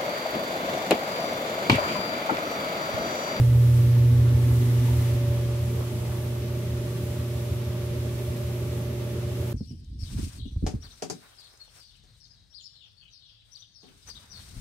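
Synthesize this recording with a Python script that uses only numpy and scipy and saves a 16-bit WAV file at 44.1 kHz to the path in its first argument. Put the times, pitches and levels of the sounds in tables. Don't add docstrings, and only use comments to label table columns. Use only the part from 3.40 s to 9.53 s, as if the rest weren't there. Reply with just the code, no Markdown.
import sys
import numpy as np
from scipy.fft import rfft, irfft, next_fast_len
from scipy.io import wavfile
from scipy.ndimage import uniform_filter1d, map_coordinates

SR = 44100
rng = np.random.default_rng(int(sys.argv[2]) if len(sys.argv) > 2 else 0)


def dump_mix(stems):
    frames = np.atleast_2d(stems).T
    limited = np.clip(frames, -1, 1)
    pcm = np.round(limited * 32767).astype(np.int16)
    wavfile.write(sys.argv[1], SR, pcm)


N = 270333

# [time_s, fundamental_db]
HUM_PATH = [(0.1, -16.5), (0.67, -17.5), (1.59, -21), (2.56, -30), (5.77, -31), (6.0, -30.5)]


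def motor():
    hum_hz = 120.0
    [hum_db] = curves(HUM_PATH)
    away_db = off_mouth_db()
    first = amp(hum_db - 0.2) * tone(hum_hz, waver_db=0.57, drift_rad=0.01)
    second = amp(hum_db - 27) * tone(2 * hum_hz, waver_db=3.0, drift_rad=0.22)
    third_db = -42.0 - 5.5 * np.exp(-away_db / 0.99)
    third = amp(third_db) * tone(3 * hum_hz, waver_db=0.66, drift_rad=0.12)
    fourth = amp(-47 - 0.9 * away_db) * tone(4 * hum_hz, waver_db=1.6, drift_rad=0.06)
    return panned(first + second, -1.26) + panned(third, -1.7) + panned(fourth, 0.99)


# [time_s, level_db, left_minus_right_db]
BLADE_PATH = [(0.05, -49.5, -6.5), (0.63, -50, -4.5), (0.75, -57, -5.0), (0.8, -48, 5), (1.39, -54, 6),
              (1.92, -40.5, 1.0), (2.4, -51.5, 9), (2.56, -55.5, -9.0), (3.04, -50, -4), (5.87, -49, -5.5),
              (6.05, -48, -8)]
# [frequency_hz, relative_density_db]
DRAUGHT_COLOUR = [(20, -10), (50, 0), (200, 2), (520, 2), (670, 3), (830, 6.5), (1020, 3), (1170, 3.5),
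                  (1450, -2.5), (2200, -36), (5000, -54)]


def blower():
    blade_hz = 577.1
    blade_db, lean_db = curves(BLADE_PATH)
    blade_tone = amp(blade_db + 1.4) * tone(blade_hz, waver_db=0.1, drift_rad=0.18)
    octave = amp(-67.0) * tone(2 * blade_hz, waver_db=3.5, drift_rad=0.46)
    draught_db = -51.0 + 1.26 * at_door_db() + 0.99 * wobble(28)
    draught = amp(draught_db) * rush(DRAUGHT_COLOUR)
    return panned(blade_tone, lean_db) + octave + draught


# [time_s, level_db]
MOUTH_PATH = [(0, -37.5), (.4, -42), (1.1, -36), (1.65, -37.5), (2.2, -49.5), (6.13, -47)]
# [centre_hz, nominal_width_hz, relative_level_db]
CAVITY_MODES = [(248.7, 20, 0.5), (282, 43, -8), (375, 49, -10.5)]
# [centre_hz, nominal_width_hz, relative_level_db]
HOLLOW_MODES = [(894, 31, 3), (1280, 170, -7.5), (1763, 140, -2.5), (2060, 150, -2), (2330, 230, -10.5)]
# [centre_hz, nominal_width_hz, relative_level_db]
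PANEL_MODES = [(606, 25, 3), (628, 11.6, -6.5)]
# [centre_hz, nominal_width_hz, relative_level_db]
CABINET_MODES = [(146, 26, 4), (171, 25.6, 2.5), (206, 55, 0.5), (231.2, 23.4, -0.5), (269, 35, -5),
                 (334.5, 53, -3), (390.5, 27, 1.5), (451, 38, -2.5), (508, 27, -9.5), (562, 57, -12)]


def drum():
    away_db = off_mouth_db()
    [mouth_db] = curves(MOUTH_PATH)
    boom = amp(-23.0 + 0.19 * mouth_db - 0.37 * away_db) * rolling()
    cavity = amp(mouth_db - 0.9) * steadied(shaken(CAVITY_MODES), seconds=0.12)
    hollow = amp(mouth_db - 19.0) * shaken(HOLLOW_MODES)
    panel = amp(-54 + 0.36 * away_db) * steadied(shaken(PANEL_MODES), seconds=0.27)
    cabinet_db = -42.0 + 0.22 * away_db + 1.3 * wobble(20)
    cabinet = amp(cabinet_db) * shaken(CABINET_MODES)
    return boom + cavity + hollow + panned(panel, -1.6) + cabinet


# [centre_hz, nominal_width_hz, relative_level_db]
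BOOM_MODES = [(57.2, 4.2, -17.5), (82.9, 17, -8), (94.5, 9.3, -9.5)]


def rolling():
    wheel_hz, first_thump_s = 6.34, 0.01814
    thump_hz, thump_half_s, thump_db = 82, 0.026, -3.5
    lump_db, uneven_db = 2, 0.9
    turns = (np.arange(N) / SR - first_thump_s) * wheel_hz
    from_thump_s = (turns - np.round(turns)) / wheel_hz
    swell = np.exp(-(from_thump_s / thump_half_s) ** 2)
    thumps = unit(swell * np.sin(2 * np.pi * thump_hz * from_thump_s))
    lumps = amp(lump_db * np.cos(2 * np.pi * 2 * turns))
    rumble = lumps * steadied(shaken(BOOM_MODES), seconds=0.19)
    return amp(uneven_db * wobble(9)) * (rumble + amp(thump_db) * thumps)


# [time_into_turn_s, hiss_change_db, fine_hiss_change_db]
SEAL_TURN = [(0, 1.5, 0), (.12, .1, -0.2), (.36, 1, 1), (.55, -2.4, -.6), (.73, -0.5, -1), (.9, -0.5, -2.5),
             (1.03, 1.5, 0), (1.13, 0.5, 2.5)]
# [frequency_hz, relative_density_db]
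FELT_COLOUR = [(700, -18), (1300, -1.5), (1800, 0), (2600, 0), (3400, -.5), (4500, -4), (6000, -5.5),
               (9000, -22), (15000, -40)]
# [frequency_hz, relative_density_db]
HISS_COLOUR = [(3000, -17), (5000, -9.5), (7000, -1.5), (9500, -0.5), (11500, -4.5), (15500, -17)]
# [frequency_hz, relative_density_db]
FINE_HISS_COLOUR = [(7000, -46), (10000, -11), (11300, -1), (13000, -3), (15000, -4), (16000, -7.5)]


def seals():
    turn_s = 1.245
    door_db, away_db = at_door_db(), off_mouth_db()
    time_s, *columns = np.transpose(SEAL_TURN)
    hiss_db, fine_db = (np.interp(np.arange(N) / SR, time_s, c, period=turn_s) for c in columns)
    rub_db = -50.8 + 0.96 * door_db + 0.4 * wobble(40)
    rub = amp(rub_db) * rush(FELT_COLOUR)
    hiss_db = -56.0 + 1.2 * door_db + hiss_db + 0.3 * wobble(14)
    hiss = amp(hiss_db) * rush(HISS_COLOUR)
    fine_db = -52.7 + 0.7 * door_db - 0.19 * away_db + fine_db + 0.4 * wobble(12)
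    fine = amp(fine_db) * rush(FINE_HISS_COLOUR)
    return rub + hiss + fine


# [time_s, level_db, centre_hz, nominal_width_hz, half_length_s]
SCUFF_EVENTS = [(0.878, -50, 1300, 500, 0.046), (1.513, -48.5, 920, 120, .04),
                (2.396, -40.5, 468, 80, 0.037), (2.417, -50.5, 1090, 400, 0.053),
                (2.696, -52, 834, 300, 0.21), (2.73, -52, 1400, 800, 0.026)]


def scuffs():
    t = np.arange(N) / SR
    total = 0
    for time_s, level_db, centre_hz, width_hz, half_s in SCUFF_EVENTS:
        swell = np.exp(-((t - time_s) / half_s) ** 2)
        total = total + amp(level_db) * swell * shaken([(centre_hz, width_hz, 0)])
    return total


def off_mouth_db():
    [hum_db] = curves(HUM_PATH)
    return hum_db.max() - hum_db


# [time_s, level_db]
RUSH_PATH = [(0.05, -49), (0.17, -49.5), (0.38, -48), (0.75, -49.5), (1.4, -47.5), (1.7, -46.8),
             (1.82, -48.5), (2.3, -50), (3.2, -50.5), (6.05, -51)]


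def at_door_db():
    [rush_db] = curves(RUSH_PATH)
    return rush_db - np.median(rush_db)


def tone(hz, waver_db, drift_rad):
    cycles = hz * np.arange(N) / SR + rng.random()
    phase = 2 * np.pi * cycles + drift_rad * wobble(5.7)
    return np.sqrt(2) * np.sin(phase) * amp(waver_db * wobble(12))


# [frequency_hz, left_right_correlation]
STEREO_LIKENESS = [(100, 0.98), (250, 0.97), (400, 0.83), (600, 0.65), (800, 0.38), (1100, 0.26),
                   (1450, 0.011), (2300, 0.13), (4200, -0.12), (8000, -0.063), (15000, 0.02)]
# [frequency_hz, left_minus_right_db]
STEREO_LEAN = [(80, 0.1), (250, -0.5), (400, -1), (610, -6.5), (800, 2.5), (1300, -0.7), (4000, 0.5),
               (8000, 0.4), (15000, 0.5)]


def noise(gain):
    m = next_fast_len(N)
    hz = np.fft.rfftfreq(m, 1 / SR)
    angle = np.arccos(np.clip(along(STEREO_LIKENESS, hz), -1, 1)) / 2
    spectra = rfft(rng.standard_normal((2, m))) * gain(hz)
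    mid, side = spectra * [np.cos(angle), np.sin(angle)]
    left_right = panned(np.array([mid + side, mid - side]), along(STEREO_LEAN, hz))
    pair = irfft(left_right, m)[:, :N]
    return pair / np.std(pair.mean(0))


def rush(colour):
    return noise(lambda hz: amp(along(colour, hz)))


def shaken(modes):
    def gain(hz):
        power = 0
        for centre_hz, width_hz, level_db in modes:
            offset = (hz - centre_hz) / (width_hz * np.pi / 4)
            power = power + amp(level_db) ** 2 / (1 + offset ** 2) ** 3
        return np.sqrt(power)
    return noise(gain)


def steadied(x, seconds):
    power = uniform_filter1d(x.mean(0) ** 2, int(seconds * SR) + 1)
    return x / np.sqrt(np.abs(power) + 0.039)


def panned(x, lean_db):
    return x * amp(np.array([[1], [-1]]) * lean_db / 2)


def wobble(rate):
    knots = rng.standard_normal(int(N * rate / SR) + 4)
    return map_coordinates(knots, [np.arange(N) * rate / SR])


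def curves(rows):
    time_s, *columns = np.transpose(rows)
    return [np.interp(np.arange(N) / SR, time_s, c) for c in columns]


def along(points, hz):
    f, v = np.transpose(points)
    return np.interp(np.log(hz + 1), np.log(f + 1), v)


def amp(db):
    return 10 ** (np.asarray(db) / 20)


def unit(x):
    return x / np.sqrt(np.mean(x ** 2) + 1e-20)


def filtered(x, response):
    m = next_fast_len(N + 8192)
    return irfft(rfft(x, m) * response(np.fft.rfftfreq(m, 1 / SR)), m)[..., :N]


def scene():
    return motor() + blower() + drum() + seals() + scuffs()


def record(dry):
    top_hz = 15730
    return filtered(dry, lambda hz: hz < top_hz)


dry = scene()
out = record(dry)
dump_mix(out)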